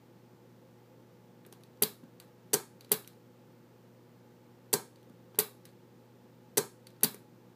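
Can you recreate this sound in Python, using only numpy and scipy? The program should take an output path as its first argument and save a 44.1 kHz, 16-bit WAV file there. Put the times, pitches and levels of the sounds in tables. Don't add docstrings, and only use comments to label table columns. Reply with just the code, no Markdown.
import sys
import numpy as np
from scipy import signal
from scipy.fft import rfft, irfft, next_fast_len
from scipy.io import wavfile

SR = 44100
rng = np.random.default_rng(int(sys.argv[2]) if len(sys.argv) > 2 else 0)


def dump_mix(stems):
    frames = np.atleast_2d(stems).T
    limited = np.clip(frames, -1, 1)
    pcm = np.round(limited * 32767).astype(np.int16)
    wavfile.write(sys.argv[1], SR, pcm)


def magnitude_from_level(level_db):
    exponent = np.asarray(level_db, float) / 20
    return 10 ** exponent


N = 333011

# (frequency [Hz], level [dB], 60 dB decay [s])
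CASE_TONES = [(2033, 4.5, 0.01), (3460, -25.5, 0.081), (3877, -12.5, 0.013), (4745, 0, 0.019),
              (4760, 3.5, 0.012), (6300, 0, .01), (8170, -12.5, 0.03), (8290, -1.5, 0.012), (8790, 5, .01),
              (10330, -2, .012), (11030, 0.5, .015), (12590, -13, .01), (12930, 0, .015),
              (13630, -4, 0.0076), (14480, -0.5, 0.012)]
# (time [s], strength [dB], rebound [dB], panel [dB], low board [dB])
LIFTS = [
    (1.8224, -1.5, 1.5, -1.5, 4),
    (2.9171, 0, -9.5, -1, 2),
    (5.3884, 0, -4, -0.5, -3.5),
    (7.0335, 0.5, -1, -6.5, 8),
]
# (time of the blow [s], strength [dB], rebound [dB], panel [dB], low board [dB])
DROPS = [
    (2.5396, -2, -1.5, 1, 3),
    (4.7370, -2.5, -7.5, 1, 6.5),
    (6.5791, -2.5, -4, 2, 6),
]
LIFT_CONTACT_TIMES = [-.1, 1.7, 5.2, 8, 11.7]
DROP_CONTACT_TIMES = [-7.7, -6.3, -4.7, -3, -.2, .7, 7.5]
# (knock [dB], clack [dB], click [dB], tick [dB])
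LIFT_CONTACTS = [
    (-51, -33.5, -44.5, -15.5),
    (-34.5, -32.5, -29, -22),
    (-43.5, -37.5, -41.5, -28.5),
    (-44.5, -36.5, -37, -31),
    (-42, -26.5, -31, -25),
]
DROP_CONTACTS = [
    (-40, -35.5, -34, -27.5),
    (-36.5, -39.5, -38.5, -24.5),
    (-34.5, -39, -24, -29),
    (-37.5, -39.5, -30, -32.5),
    (-59.5, -29.5, -32, -32.5),
    (-36.5, -32, -17, -24),
    (-34.5, -37.5, -34, -26),
]


def lever():
    length_ms = 0.5
    lifts = contacts(LIFTS, LIFT_CONTACT_TIMES, LIFT_CONTACTS, length_ms)
    drops = contacts(DROPS, DROP_CONTACT_TIMES, DROP_CONTACTS, length_ms)
    return strike_steel(lifts + drops, CASE_TONES)


def contacts(snaps, delays_ms, pattern, length_ms):
    hits = []
    for s, strength_db, rebound_db, *_ in snaps:
        for late, parts_db in zip(delays_ms, pattern):
            levels_db = np.array(parts_db) + strength_db
            if late == delays_ms[-1]:
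                levels_db = levels_db + rebound_db
            hits.append((s + late / 1000, *levels_db, length_ms))
    return hits


# (frequency [Hz], level [dB], 60 dB decay [s])
WHEEL_TONES = [(4030, -1.5, 0.0054), (4550, 6.5, 0.013), (6700, 2, 0.0077), (9300, -18, .005),
               (11200, -5.5, .005), (13250, 3.5, .005), (14600, -12, .005)]
# (time [s], strength [dB], brightening [dB
# per range], extra clack [dB], contact length [ms])
WHEEL_TICKS = [(1.4638, -63, 4.5, -7, 0.63), (1.5252, -58, 3.5, 2, 0.9), (1.635, -64, 1.5, 2, 1.3),
               (2.1995, -55, 2, -0.5, 2), (2.8083, -59, 2, 6.5, 1.2), (2.8461, -66, 1, 2.5, 1.5),
               (2.9405, -43, 3, -0.5, 1.3), (3.0751, -54, 3.5, 2, 1.3), (5.4069, -49, 12, 4, .9),
               (5.653, -58.5, 1.5, -0.5, 3.1), (6.8686, -59.5, 2, 3.5, 1.8), (7.0088, -63.5, 0, -6, 1.6),
               (7.1444, -49.5, 1, -19, 0.51)]


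def wheels():
    return strike_steel(ticks(WHEEL_TICKS), WHEEL_TONES)


# (time [s], strength [dB], brightening [dB per range], extra clack [dB])
TOUCHES = [(1.4497, -68.5, -7, -4), (1.536, -68, -0.5, 1), (1.6087, -77, -3, 0), (1.7726, -80, 0.5, 8),
           (1.8224, -58.5, -4, -8), (2.037, -73.5, 0, -1), (2.8936, -66, -2, -6.5),
           (2.9108, -68, -4.5, 5.5), (3.046, -67.5, -5.5, 3), (3.1312, -73, -2, -4), (4.9583, -74, 1, 11.5),
           (4.9851, -81, -3, 0), (5.0292, -73.5, 0.5, 3), (5.097, -74.5, 2.2, 2), (5.347, -72.5, -4, 7),
           (5.3563, -65, -3, -10), (5.3875, -52.5, -10, 7), (5.6902, -83, 2, 16), (6.9036, -72.5, 1, 5.5),
           (6.964, -81.5, -3.5, 8.5), (7.0243, -72, -8, 3)]


def fingers():
    length_ms = 1.3
    return strike_steel(ticks([(*row, length_ms) for row in TOUCHES]), WHEEL_TONES)


def ticks(rows):
    steps = np.arange(4) - 1.5
    clack = np.arange(4) == 1
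    return [(s, *(db + tilt_db * steps + clack_db * clack), length_ms)
            for s, db, tilt_db, clack_db, length_ms in rows]


# (low edge [Hz], high edge [Hz])
RANGES = [(1400, 2900), (3000, 5500), (5500, 10600), (10600, 15200)]


def strike_steel(hits, tones):
    ring_db, spread_db, rattle_db, rattle_t60 = -27, 3.5, -19, 0.055
    hold = SR // 625
    near, blows = np.zeros(N), np.zeros(N)
    t = np.arange(SR // 7) / SR
    rise = 1 - np.exp(-t / 0.00036)
    click = 1.0 * (t == 0)
    filters = [signal.butter(2, edges, "band", fs=SR, output="sos") for edges in RANGES]
    for s, *parts_db, length_ms in hits:
        length_ms = max(length_ms, 0.2)
        noise = rng.standard_normal(len(t))
        scuff = noise * rise * np.exp(-t * 1000 / length_ms)
        rattle = magnitude_from_level(rattle_db) * noise * rise * magnitude_from_level(-60 * t / rattle_t60)
        sound = scuff + rattle
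        for hz, level_db, t60 in tones:
            own_db = spread_db * rng.standard_normal()
            sound += magnitude_from_level(ring_db + level_db + own_db) * ring(scuff, hz, t60)
        for k, (band, part_db) in enumerate(zip(filters, parts_db)):
            both = signal.sosfilt(band, [sound, click])
            start_rms = np.sqrt(np.mean(both[:, :hold] ** 2, axis=1, keepdims=True))
            both *= (-1) ** k * magnitude_from_level(part_db) / start_rms
            add(near, s, both[0])
            add(blows, s, both[1] * np.sqrt(length_ms))
    return near, blows


# (frequency [Hz], level [dB], 60 dB decay [s])
PANEL = [(403, -8.5, 0.1), (440.5, -2, 0.062), (484.6, -11, 0.032)]
BOARD = [(175.5, -27, 0.1), (220, -9.5, 0.074), (256, -22.5, 0.1)]
KNOCK = [(620, -5, 0.015), (790, -6, 0.035), (935, 1.5, 0.017), (1166, -8.5, 0.024), (1575, -7.5, 0.046),
         (1501, -24.5, 0.14), (2100, -10.5, .02)]
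LIFT_PUSH_TIMES = [-2.2, 2.6, 7.1, 14.5]
DROP_PUSH_TIMES = [-6.8, -4.6, 2.2, 10]
# (panel [dB], low board [dB], knock [dB])
LIFT_PUSHES = [(-28, -55.5, -34), (-30, -36.5, -39), (-29, -24.5, -41.5), (-39, -35, -34)]
DROP_PUSHES = [(-30.5, -51.5, -47), (-32.5, -44.5, -39), (-25.5, -33, -24.5), (-29, -31, -33)]
# (time [s], panel [dB], low board [dB], knock [dB])
NUDGES = [
    (1.466, -49.5, -40.5, -69.5),
    (1.527, -52, -61, -51.5),
    (2.034, -66, -33.5, -61),
    (5.1, -75, -36.5, -77),
    (5.346, -51, -50, -53.5),
    (7.144, -45, -60.5, -58),
]


def table():
    spread_db = 1.5
    rows = pushes_of(LIFTS, LIFT_PUSH_TIMES, LIFT_PUSHES)
    rows += pushes_of(DROPS, DROP_PUSH_TIMES, DROP_PUSHES)
    rows = np.array(rows + NUDGES)
    at = np.round(rows[:, 0] * SR).astype(int)
    out = np.zeros(N)
    for column, tones in enumerate([PANEL, BOARD, KNOCK], start=1):
        for hz, level_db, t60 in tones:
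            own_db = spread_db * rng.standard_normal(len(at))
            pushes = np.zeros(N)
            pushes[at] = magnitude_from_level(rows[:, column] + level_db + own_db)
            out += ring(pushes, hz, t60)
    out = signal.sosfilt(signal.butter(3, 150, "high", fs=SR, output="sos"), out)
    return signal.sosfilt(signal.butter(2, 1800, fs=SR, output="sos"), out)


def pushes_of(snaps, delays_ms, pattern):
    return [(s + late / 1000, panel + panel_db, board + board_db, knock + db)
            for s, db, _, panel_db, board_db in snaps
            for late, (panel, board, knock) in zip(delays_ms, pattern)]


# (frequency [Hz], 60 dB decay [s])
ROOM_DECAY = [(200, 0.26), (450, .17), (1000, 0.27), (2500, .25), (4000, .25), (6000, 0.3), (9000, 0.29),
              (14000, 0.22)]
# (frequency [Hz], level [dB])
WALLS = [(1000, 17.5), (1560, 10.5), (2250, 4), (3000, -0.5), (4000, 5.5), (5800, -5), (8000, -2.5),
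         (10500, -4.5), (13300, -0.5), (15500, -0.5)]


def room(blows, wood):
    steel_db, wood_db, gap_s = -7.5, -5.5, 0.0055
    t, tail = np.arange(SR // 2) / SR, 0
    edges = 90 * 2.0 ** np.arange(0, 7.6, 0.5)
    for low, high in zip(edges, edges[1:]):
        band_filter = signal.butter(2, [low, high], "band", fs=SR, output="sos")
        band = signal.sosfilt(band_filter, rng.standard_normal(len(t)))
        tail = tail + band * magnitude_from_level(-60 * t / at_hz(ROOM_DECAY, np.sqrt(low * high)))
    tail *= np.clip(t / gap_s, 0, 1) ** 2
    sent = magnitude_from_level(steel_db) * coloured(blows, WALLS) + magnitude_from_level(wood_db) * wood
    return signal.fftconvolve(sent, tail / np.sqrt(np.sum(tail ** 2)))[:N]


# (frequency [Hz], level [dB rms])
HUM = [(120, -61.5), (240, -67), (360, -69), (480, -71)]
# (frequency [Hz], width [Hz], level [dB rms])
FAN = [(180, 34, -64.5), (218, 34, -77.5), (310, 3.3, -75), (345, 30, -72), (415, 13, -75.5),
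       (515, 30, -68), (845.7, 11, -75), (901.7, 25, -78.5)]
# (frequency [Hz], level [dB per Hz])
AIR = [(24, -65), (45, -44), (85, -31), (123, -11.5), (250, -9.5), (450, -14), (600, -19), (1200, -23),
       (2500, -30.5), (5000, -35), (8000, -40), (10000, -43), (12500, -38.5), (15600, -36)]


def background():
    air_db, top_hz = -62.5, 15450
    t = np.arange(N) / SR
    out = magnitude_from_level(air_db) * rms_one(coloured(rng.standard_normal(N), AIR))
    for hz, db in HUM:
        out += magnitude_from_level(db) * np.sqrt(2) * np.sin(2 * np.pi * hz * t + rng.uniform(0, 2 * np.pi))
    for hz, width, db in FAN:
        t60 = np.log(1000) / np.pi / width
        out += magnitude_from_level(db) * rms_one(ring(rng.standard_normal(N), hz, t60))
    return signal.sosfilt(signal.ellip(10, 0.5, 40, top_hz, fs=SR, output="sos"), out)


def ring(force, hz, t60):
    r, w = magnitude_from_level(-60 / (t60 * SR)), 2 * np.pi * hz / SR
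    return signal.lfilter([0, np.sin(w)], [1, -2 * r * np.cos(w), r * r], force + 1e-18)


def add(track, s, sound):
    i = round(s * SR)
    track[i:i + len(sound)] += sound[:N - i]


def rms_one(x):
    return x / np.sqrt(np.mean(x ** 2) + 1e-20)


def at_hz(points, hz):
    table_hz, values = np.array(points).T
    return np.interp(np.log(np.maximum(hz, 1)), np.log(table_hz), values)


def coloured(x, points):
    size = next_fast_len(len(x))
    hz = np.arange(size // 2 + 1) * SR / size
    return irfft(rfft(x, size) * magnitude_from_level(at_hz(points, hz)), size)[:len(x)]


def scene():
    near, blows = np.sum([lever(), wheels(), fingers()], axis=0)
    wood = table()
    return (near + wood + room(blows, wood) + background())[None]


def roll_off(x):
    return signal.sosfilt(signal.butter(12, 16510, fs=SR, output="sos"), x)


def record(dry):
    low_hz, top_hz = 100, 15350
    x = signal.sosfilt(signal.butter(2, low_hz, "high", fs=SR, output="sos"), dry)
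    x = signal.sosfilt(signal.ellip(8, 0.5, 38, top_hz, fs=SR, output="sos"), x)
    return roll_off(x)


dry = scene()
out = record(dry)
dump_mix(out)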